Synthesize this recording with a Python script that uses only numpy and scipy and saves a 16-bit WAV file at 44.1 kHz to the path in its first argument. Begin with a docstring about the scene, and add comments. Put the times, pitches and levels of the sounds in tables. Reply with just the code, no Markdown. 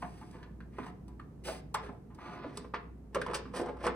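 """A record player deck is turned over by hand and lowered into a wooden cabinet in a quiet room.
Throughout, filtered noise makes a low rumble and faint hiss, and a wavering sine makes mains hum.
From the start, loose parts click, the steel plate knocks and rings, and fingers and edges rub:
short blows and grainy noise set off fading tones of plate and cabinet, with a noisy hiss on top.
Near 2.4 s the deck comes down, which changes the offset between two close microphone ports."""
import sys
import numpy as np
from scipy import signal
from scipy.fft import rfft, irfft, next_fast_len
from scipy.io import wavfile
from scipy.ndimage import uniform_filter1d

SR = 44100
rng = np.random.default_rng(int(sys.argv[2]) if len(sys.argv) > 2 else 0)


def wav_record(signal):
    """Record a signal, one row per channel, as 16-bit PCM in the file named by sys.argv[1]."""
    frames = np.transpose(np.atleast_2d(signal))
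    bounded = np.clip(frames, -1, 1)
    # unit amplitude maps onto the largest positive 16-bit level
    quanta = np.round(bounded * 32767).astype(np.int16)
    wavfile.write(sys.argv[1], SR, quanta)


def gain_from_db(level_db):
    """Convert decibel levels to linear amplitude factors (20 dB per decade)."""
    decades = np.asarray(level_db, float) / 20
    return 10 ** decades


N = 174195  # length in samples, just under 4 s

# Tones (modes) of the steel plate. Each row: pitch in Hz, relative level in dB, and the seconds
# to fade by 60 dB; each blow or rub shifts these a little and scales the fading time.
PLATE = [(718.7, -3, 0.27), (874, 5.5, 0.057), (1010, 2.5, 0.085), (1068, -3, 0.15), (1180, -0.5, 0.091),
         (1297, -3.5, 0.078), (1445, -8, 0.19), (1609, 0, 0.068), (1800, 3, 0.044), (2017, -2.5, 0.067),
         (2160, -17, 0.094), (2510, -1.5, 0.04), (2640, -6, 0.088), (2670, -34, 0.11), (3400, -10, 0.028)]
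# Tones of the wooden cabinet, with the same columns and the same changes.
WOOD = [(174.5, 0, 0.22), (240, 1, 0.079), (295.7, -3.5, 0.063), (364, -2, 0.085), (426, -5, 0.11),
        (490.4, -3, 0.1), (558, -3, 0.056), (635, -1, 0.058)]
PLATE_PUSH_S, WOOD_PUSH_S = 0.0001, 0.00093  # how gradually each body starts to ring


def table(points, hz):
    """Reads a value from (Hz, value) points on a log-frequency axis."""
    p = np.array(points, float)
    return np.interp(np.log(np.maximum(hz, 1)), np.log(p[:, 0]), p[:, 1])


def shape(x, gain):
    """Filters by a gain that is a function of frequency."""
    size = next_fast_len(x.shape[-1])
    hz = np.arange(size // 2 + 1) * SR / size
    return irfft(rfft(x, size) * gain(hz), size)[..., :x.shape[-1]]


def unit(x):
    """Scales to rms 1."""
    return x / np.sqrt(np.mean(x ** 2))


def peak1(y):
    """Scales so that the loudest 4 ms have rms 1."""
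    return y / np.sqrt(np.max(uniform_filter1d(y ** 2, size=180)))


def fade(t, t60):
    """Decays by 60 dB in t60 seconds."""
    return np.exp(-np.log(1000) * t / t60)


def walk(rate):
    """Makes a slow random drift with spread 1, from about `rate` random values a second."""
    k = int(SR / rate)
    steps = np.repeat(rng.standard_normal(N // k + 1), k)
    return unit(uniform_filter1d(uniform_filter1d(steps, k), k)[:N])


def background():
    """Room rumble falls off into faint hiss; a sine wavers in level and phase as mains hum."""
    # Colour of the rumble. Each row: frequency in Hz, relative level in dB.
    air_colour = [(15, -48), (25, -18.5), (69, -8), (160, -3), (399, -14.5), (567, -26), (666, -26),
                  (722, -27.5), (3530, -55), (9810, -55), (11500, -57.5), (13200, -55), (15500, -65)]
    # Left-right difference of the rumble. Each row: frequency in Hz, level against the middle in dB.
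    air_width = [(60, -23), (110, -23.5), (200, -10), (380, -9.5), (700, 0), (1290, -6), (2380, 0),
                 (4400, 1), (8120, -1), (15000, -1.5)]
    air_db, hum_hz, hum_db = -51, 59.5, -55
    mid = shape(rng.standard_normal(N), lambda f: gain_from_db(table(air_colour, f)))
    side = shape(rng.standard_normal(N), lambda f: gain_from_db(table(air_colour, f) + table(air_width, f)))
    stereo = (mid + side * np.array([[1], [-1]])) / mid.std()
    air = stereo * gain_from_db(air_db + 1.0 * walk(0.57))
    cycle = 2 * np.pi * hum_hz * np.arange(N) / SR + .5 * walk(5.4)
    hum_level = gain_from_db(hum_db + 3 * walk(11))  # the hum wavers by 3 dB
    return air + hum_level * np.sqrt(2) * np.sin(cycle)


def room(x):
    """A furnished room adds a diffuse tail, shorter in the treble, alike left and right in the bass."""
    # How long the room rings. Each row: frequency in Hz, seconds to fade by 60 dB.
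    ring_times = [(200, 0.67), (1000, 0.37), (3000, 0.4), (9000, 0.083)]
    # Likeness of the ports. Each row: frequency in Hz, share of the tail's power common to both.
    likeness = [(150, 1), (500, 0.31), (2000, 0.055), (8000, 0.13)]
    tail_db = -9.5
    t, tail = np.arange(SR // 2) / SR, 0
    for hz in 125 * 2. ** np.arange(8):  # one octave band after another
        octave = lambda f: np.exp(-2 * np.log2(np.maximum(f, 1) / hz) ** 2)
        band = shape(rng.standard_normal((3, len(t))), octave)
        alike = np.clip(table(likeness, hz), 0, 1)
        mixed = np.sqrt(alike) * band[0] + np.sqrt(1 - alike) * band[1:]
        tail = tail + mixed * fade(t, table(ring_times, hz))
    tail = tail * np.clip(t / 0.0013 - .3, 0, 1)  # silent for 0.4 ms, full after 1.7 ms
    return gain_from_db(tail_db) * signal.fftconvolve(x[None], tail / np.linalg.norm(tail[0]), axes=1)[:, :N]


def hiss_colour(f):
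    """Treble colour of ticks and rubbing, with the narrow peaks and dips of small metal parts."""
    # Broad colour. Each row: frequency in Hz, relative level in dB.
    broad_colour = [(1470, -27), (2500, -5.5), (6110, -11), (7280, -8.5), (9080, -8), (10300, -13),
                    (11500, -12.5), (12200, -12.5), (13800, -26), (15500, -26)]
    # Resonances of the small parts. Each row: frequency in Hz, width in Hz, change in dB.
    small_parts = [(4140, 40, -12), (4640, 54, 0), (5080, 64, 0), (5200, 600, 6), (5700, 190, -2.5),
                   (8000, 150, 9.5), (9840, 210, 1)]
    resonances = sum(db * np.exp(-((f - hz) / width) ** 2) for hz, width, db in small_parts)
    return gain_from_db(table(broad_colour, f) + resonances)


def near_db(f, hz, reach_oct):
    """Modes far from the brightest one are excited less: 6 dB less at reach_oct octaves."""
    return -6 * (np.log2(np.maximum(f, 1) / hz) / reach_oct) ** 2


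def ring(modes, t, extra_db, chance, push_s, held=0.8):
    """Damped modes after a push, each varied a little at random; held scales how long they ring."""
    scatter_db, detune = 2, .02  # random spread of each mode's level, and of its pitch as a share
    hz, db, t60 = np.array(modes, float).T[:, :, None]
    c = chance[:, :len(modes), None]
    level = gain_from_db(db + extra_db[:, None] + scatter_db * c[0])
    tone = np.sin(2 * np.pi * hz * (1 + detune * c[1]) * t + 9 * c[2])
    y = level * fade(t, t60 * held) * tone
    return peak1(y.sum(axis=0) * (1 - np.exp(-t / push_s)))


def rubs():
    """Grainy friction swells and fades, driving the modes of plate and cabinet, with a hiss on top."""
    # Rubbing strokes. Each row: start, strongest moment and end in seconds, plate level in dB,
    # wood and hiss levels against the plate in dB, brightest plate mode and brightest wood mode
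    # in Hz, and taper (a small one gives firm edges).
    strokes = [(-.05, 0.017, 0.44, -68, 7.5, 1, 1330, 210, 0.52),
               (0.296, 0.342, 0.65, -55.5, -4.5, -37, 1160, 444, 2.2),
               (0.699, 0.801, 0.87, -57.5, -14, -14, 1350, 298, 1.17),
               (0.81, 0.879, 0.91, -53, -18, -14.5, 1180, 300, 0.56),
               (1.436, 1.456, 1.612, -53, 5, 2.5, 1800, 362, 0.74),
               (1.448, 1.496, 1.54, -46.5, 0.5, -15, 1010, 634, 0.29),
               (1.793, 1.851, 1.905, -55.5, 6, -12.5, 1540, 426, 0.85),
               (1.87, 1.911, 2.0, -63.5, 9.5, -17, 930, 440, 1.16),
               (2.176, 2.277, 2.544, -49.5, -13, -35, 1050, 440, 0.58),
               (2.194, 2.304, 2.654, -60, 7.5, -19, 1900, 376, 0.49),
               (2.529, 2.568, 2.71, -65.5, 16.5, -2.5, 1200, 288, 0.89),
               (3.127, 3.24, 3.36, -59.5, 10.5, -14, 1130, 180, 0.33),
               (3.333, 3.346, 3.418, -42.5, 2, 5.5, 1530, 443, 3.2),
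               (3.28, 3.326, 3.42, -51, 1.5, -35, 1180, 443, 0.48),
               (3.415, 3.46, 4.9, -63.5, 8.5, -19, 1174, 294, 1.2),
               (3.524, 3.57, 3.65, -41.5, 4.5, -3.5, 1360, 460, 1.83),
               (3.6, 3.673, 3.74, -45, 0.5, -28, 930, 460, 1.05),
               (3.773, 3.813, 3.9, -50.5, 5, -18, 1270, 402, 1.9),
               (3.827, 3.858, 3.89, -38.5, 1.5, -13, 1160, 413, 0.48),
               (3.875, 3.875, 3.92, -45, 4.5, -36, 970, 225, 0.89)]
    plate_reach_oct, wood_reach_oct, broad_db = 0.63, 0.65, -6
    catch_per_s, catch_db, catch_spread_db = 400, 12.5, 3.5  # friction sticks, then slips
    t, out = np.arange(SR // 4) / SR, np.zeros(N + 2 * SR)
    grain = gain_from_db(2.5 * walk(150))  # roughness that wavers by 2.5 dB
    catch_level = gain_from_db(catch_db + catch_spread_db * rng.exponential(size=N).clip(0, 3))
    catches = (rng.random(N) < catch_per_s / SR) * catch_level
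    grit = unit(grain * rng.standard_normal((2, N)) + catches)
    hiss = grain ** .5 * unit(shape(rng.standard_normal(N), hiss_colour))
    chance = rng.standard_normal((len(strokes), 2, 3, 16))
    for (start, top, end, db, wood_db, hiss_db, hz, wood_hz, taper), c in zip(strokes, chance):
        i, j = max(int(start * SR), 0), min(int(end * SR), N)
        peak = np.clip(top, start + .002, end - .002)
        swell = np.interp(np.arange(i, j) / SR, [start, peak, end], [0, 1, 0]) ** taper
        swell = gain_from_db(db) * swell
        plate_extra = near_db(np.array(PLATE)[:, 0], hz, plate_reach_oct)
        plate = ring(PLATE, t, plate_extra, c[0], PLATE_PUSH_S)
        # a band two octaves wide adds a less tonal response
        band = signal.butter(2, [hz / 2, hz * 2], "band", fs=SR, output="sos")
        broad = signal.sosfilt(band, t == 0)
        wood_extra = near_db(np.array(WOOD)[:, 0], wood_hz, wood_reach_oct)
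        wood = ring(WOOD, t, wood_extra, c[1], WOOD_PUSH_S)
        parts = ((grit[0], plate, 0), (grit[0], broad, broad_db), (grit[1], wood, wood_db))
        for force, body, part_db in parts:
            y = signal.fftconvolve(force[i:j] * swell, body / np.linalg.norm(body))
            out[i:i + len(y)] += gain_from_db(part_db) * y
        out[i:j] += gain_from_db(hiss_db) * hiss[i:j] * swell
    return out[:N]


def knocks():
    """A contact of some milliseconds rings plate and cabinet, a buzz of dense modes and a bright tick."""
    # Knocks and clicks. Each row: time in seconds, plate level in dB, wood and tick levels against
    # the plate in dB, brightest plate mode and brightest wood mode in Hz, and ring length as a
    # multiple of the fading times in the mode tables.
    blows = [(.021, -45.5, -21, -19, 870, 252, 1.8), (.026, -35.5, -7, -38, 880, 262, 0.51),
             (.043, -40, -5, -32, 850, 203, 0.6), (0.215, -48.5, -4, -16, 900, 265, 1.5),
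             (0.312, -63.5, 10, 3, 805, 234, .5), (0.351, -56.5, 6, -34, 970, 393, 1.1),
             (0.43, -54.5, -6, -29, 2060, 272, 0.69), (.605, -52.5, -2, -24, 1510, 250, 0.92),
             (.786, -37.5, -0.5, -28.5, 1010, 390, 0.89), (.8, -47.5, 11.5, -27, 1030, 265, .7),
             (0.833, -53, -10, -33, 1610, 298, 0.32), (.846, -49, -14, -23, 1050, 300, .5),
             (.866, -44.5, -22, -15.5, 880, 340, 1), (1.082, -57.5, -7, -2.5, 1010, 247, 1.85),
             (1.197, -46, -8, -26, 1250, 303, 0.73), (1.483, -40, -17, -13, 1280, 600, 0.51),
             (1.49, -46, 5.5, -23, 900, 643, 1.45), (1.744, -34.5, -24, -4, 1010, 600, 1.5),
             (1.747, -32.5, -11, -28, 990, 449, 1.3), (1.835, -55, -13, -25, 1910, 400, 1.1),
             (1.862, -52, -8, -25, 1290, 400, .7), (1.892, -47, 4, -50, 900, 273, 0.49),
             (2.104, -59.5, -3, -33, 1060, 267, 1.8), (2.148, -62.5, -2, -1, 930, 304, 2.6),
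             (2.188, -49, -19, -29, 1060, 303, .8), (2.444, -44.5, 6, -41, 1150, 545, 0.69),
             (2.462, -54.5, 15.5, -30, 990, 287.6, 1.25), (2.573, -45.5, 0.5, 4.5, 1050, 426, 1.2),
             (2.647, -50, 5, -36, 990, 438, 0.77), (2.739, -29, -8.5, -36, 1046, 448, 0.97),
             (2.744, -38.5, -10, -46, 1880, 454, 0.66), (2.759, -47, -4, -31, 1500, 450, 0.47),
             (3.148, -33.5, -3, -5.5, 1390, 424, 0.61), (3.157, -32, -2.5, -38, 1113, 448, 0.89),
             (3.164, -41.5, 14, -36, 1180, 485, 0.81), (3.187, -53.5, 16, -30, 1180, 485, 2.2),
             (3.216, -34.5, -7, -13, 1500, 426, 0.69), (3.265, -33, -17, -20, 1100, 496, 0.38),
             (3.277, -46, 2, -43, 1110, 480, 1.5), (3.286, -43, -10, -32, 1020, 470, 0.72),
             (3.3, -42.5, 9, -23, 1060, 467, 0.68), (3.313, -43, -15, -17, 1020, 450, 1.1),
             (3.335, -34.5, -11, -17, 1120, 420, 1.2), (3.456, -49.5, 2, -38, 1280, 250, 0.9),
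             (3.539, -42.5, 2, -24, 1130, 467, 1.34), (3.57, -43, -6, -22, 1180, 463, 2.1),
             (3.599, -40, 9.5, -24, 835, 500, 0.51), (3.614, -40.5, 11, -12.5, 744, 384, 0.8),
             (3.637, -50, 6, -25, 800, 400, 0.63), (3.661, -42, -1, -17, 840, 450, 0.75),
             (3.685, -41, -4, -32, 860, 404, 0.57), (3.77, -52.5, -12, -18.5, 1080, 264, 1),
             (3.841, -37, -5, -21, 1050, 400, .8), (3.867, -28, -1.5, -13, 1080, 410, 0.69),
             (3.874, -33.5, -17, -29, 1220, 400, 0.8), (3.894, -38, -8, -44, 840, 250, 0.53),
             (3.921, -56, 14.5, -30, 900, 430, 1.24)]
    contact_s, lead = 0.002004, 1.215  # a contact starts `lead` contact times before its row
    plate_reach_oct, wood_reach_oct, buzz_reach_oct = 0.33, 0.22, 1.01
    buzz_db, buzz_t60_s, tick_t60_s = -7, 0.11, 0.037
    out, t = np.zeros(N + SR), np.arange(SR // 3) / SR
    chance = rng.standard_normal((len(blows), 2, 3, 16))
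    hiss = unit(shape(rng.standard_normal(N + SR), hiss_colour))
    white = rng.standard_normal(N + SR)
    rise = 1 - np.exp(-(t / contact_s) ** 2)
    for (s, db, wood_db, tick_db, hz, wood_hz, held), c in zip(blows, chance):
        i = int((s - lead * contact_s) * SR)
        plate_extra = near_db(np.array(PLATE)[:, 0], hz, plate_reach_oct)
        plate = ring(PLATE, t, plate_extra, c[0], PLATE_PUSH_S, held)
        buzz_noise = shape(white[i:i + len(t)], lambda f: gain_from_db(near_db(f, hz, buzz_reach_oct)))
        buzz = unit(buzz_noise) * fade(t, buzz_t60_s * held)
        # the longer a blow rings, the fewer wood modes it excites
        wood_extra = near_db(np.array(WOOD)[:, 0], wood_hz, wood_reach_oct / held ** 2)
        wood = ring(WOOD, t, wood_extra, c[1], WOOD_PUSH_S, held)
        tick = hiss[i:i + len(t)] * fade(t, tick_t60_s)
        metal = peak1(rise * (plate + gain_from_db(buzz_db) * buzz))
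        cabinet = peak1(rise * wood)
        click = peak1(rise * tick)
        out[i:i + len(t)] += gain_from_db(db) * (metal + gain_from_db(wood_db) * cabinet + gain_from_db(tick_db) * click)
    return out[:N] * gain_from_db(1.0 * walk(200))  # the level of all knocks wavers at random by 1 dB


def ports(both, tilt, phase, top_db):
    """The two microphone ports hear one deck position with opposite level and phase offsets."""
    top_hz = 11600  # above this the highest treble is changed by top_db

    def port(sign):
        def gain(f):
            treble_db = top_db / (1 + (top_hz / np.maximum(f, 1)) ** 12)
            level = gain_from_db(sign * table(tilt, f) / 2 + treble_db)
            return level * np.exp(.5j * sign * table(phase[1:], f))
        return gain
    # the left port takes 0.84 of its half of the offset, the right port 0.98
    return np.array([shape(both[0], port(0.84)), shape(both[1], port(-0.98))])


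def scene():
    """The phase and level offset between the ports changes as the deck comes down; background joins."""
    # Start and end of the lowering, in seconds.
    lowering_s = [2.35, 2.5]
    # The next three hold one entry for the deck held up, then one for the deck lowered.
    # Level offset, before the port shares. Each row: frequency in Hz, left minus right in dB.
    port_tilts = [
        [(60, -6), (110, -8), (200, -4.5), (380, -4.5), (700, 3), (1290, -1.5), (2380, 0), (4400, -2.5),
         (8120, 0.5), (15000, 0.5)],
        [(60, -11), (110, 10), (200, -4.5), (380, -1), (700, 3), (1290, -2.5), (2380, -0.5), (4400, -4),
         (8120, -0.5), (15000, 1)],
    ]
    # Phase offset, before the port shares. Each row: frequency in Hz, radians by which left leads;
    # the first row of each position is skipped.
    port_phases = [
        [(0, 0), (1210, 0.5), (1890, 0.23), (3450, 2.5), (4570, 0.95), (6200, 6), (7240, 3.0), (8530, 1.84),
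         (10200, -1), (11100, -3), (12300, -4.5), (13200, -3), (15000, -23), (15200, 2)],
        [(0, 0), (1980, -0.0), (2670, 1.23), (3190, 1), (3700, 2), (4740, 0.5), (5170, 2), (8870, -6.5),
         (10200, -5.5), (11100, -12), (12300, -15.5), (13200, -30), (14700, -28), (15200, 8)],
    ]
    # Change of the highest treble, in dB.
    top_levels = [7, -3.5]
    deck = knocks() + rubs()
    both = deck + room(deck)
    down = np.interp(np.arange(N) / SR, lowering_s, [0, 1])
    air_tilt_db = -1  # background, left minus right
    out = background() * gain_from_db(air_tilt_db * np.array([[.5], [-.5]]))
    positions = zip((1 - down, down), port_tilts, port_phases, top_levels)
    for share, tilt, phase, top_db in positions:
        out = out + ports(both * share, tilt, phase, top_db)
    return out


def top_cut(x):
    """Nothing passes above the cut-off."""
    return signal.sosfilt(signal.butter(12, 15710, fs=SR, output="sos"), x)


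def record(dry):
    """Two treble bands are weakened: a slight dip near 7.2 kHz and a deep hole near 11.7 kHz."""
    # Each row: frequency in Hz, width in Hz, change in dB.
    treble_dips = [(7220, 200, -4), (11680, 530, -22)]

    def dip_gain(f):
        return gain_from_db(sum(db * np.exp(-((f - hz) / width) ** 2) for hz, width, db in treble_dips))
    mix = shape(dry, dip_gain)
    return top_cut(mix)


dry = scene()
out = record(dry)
wav_record(out)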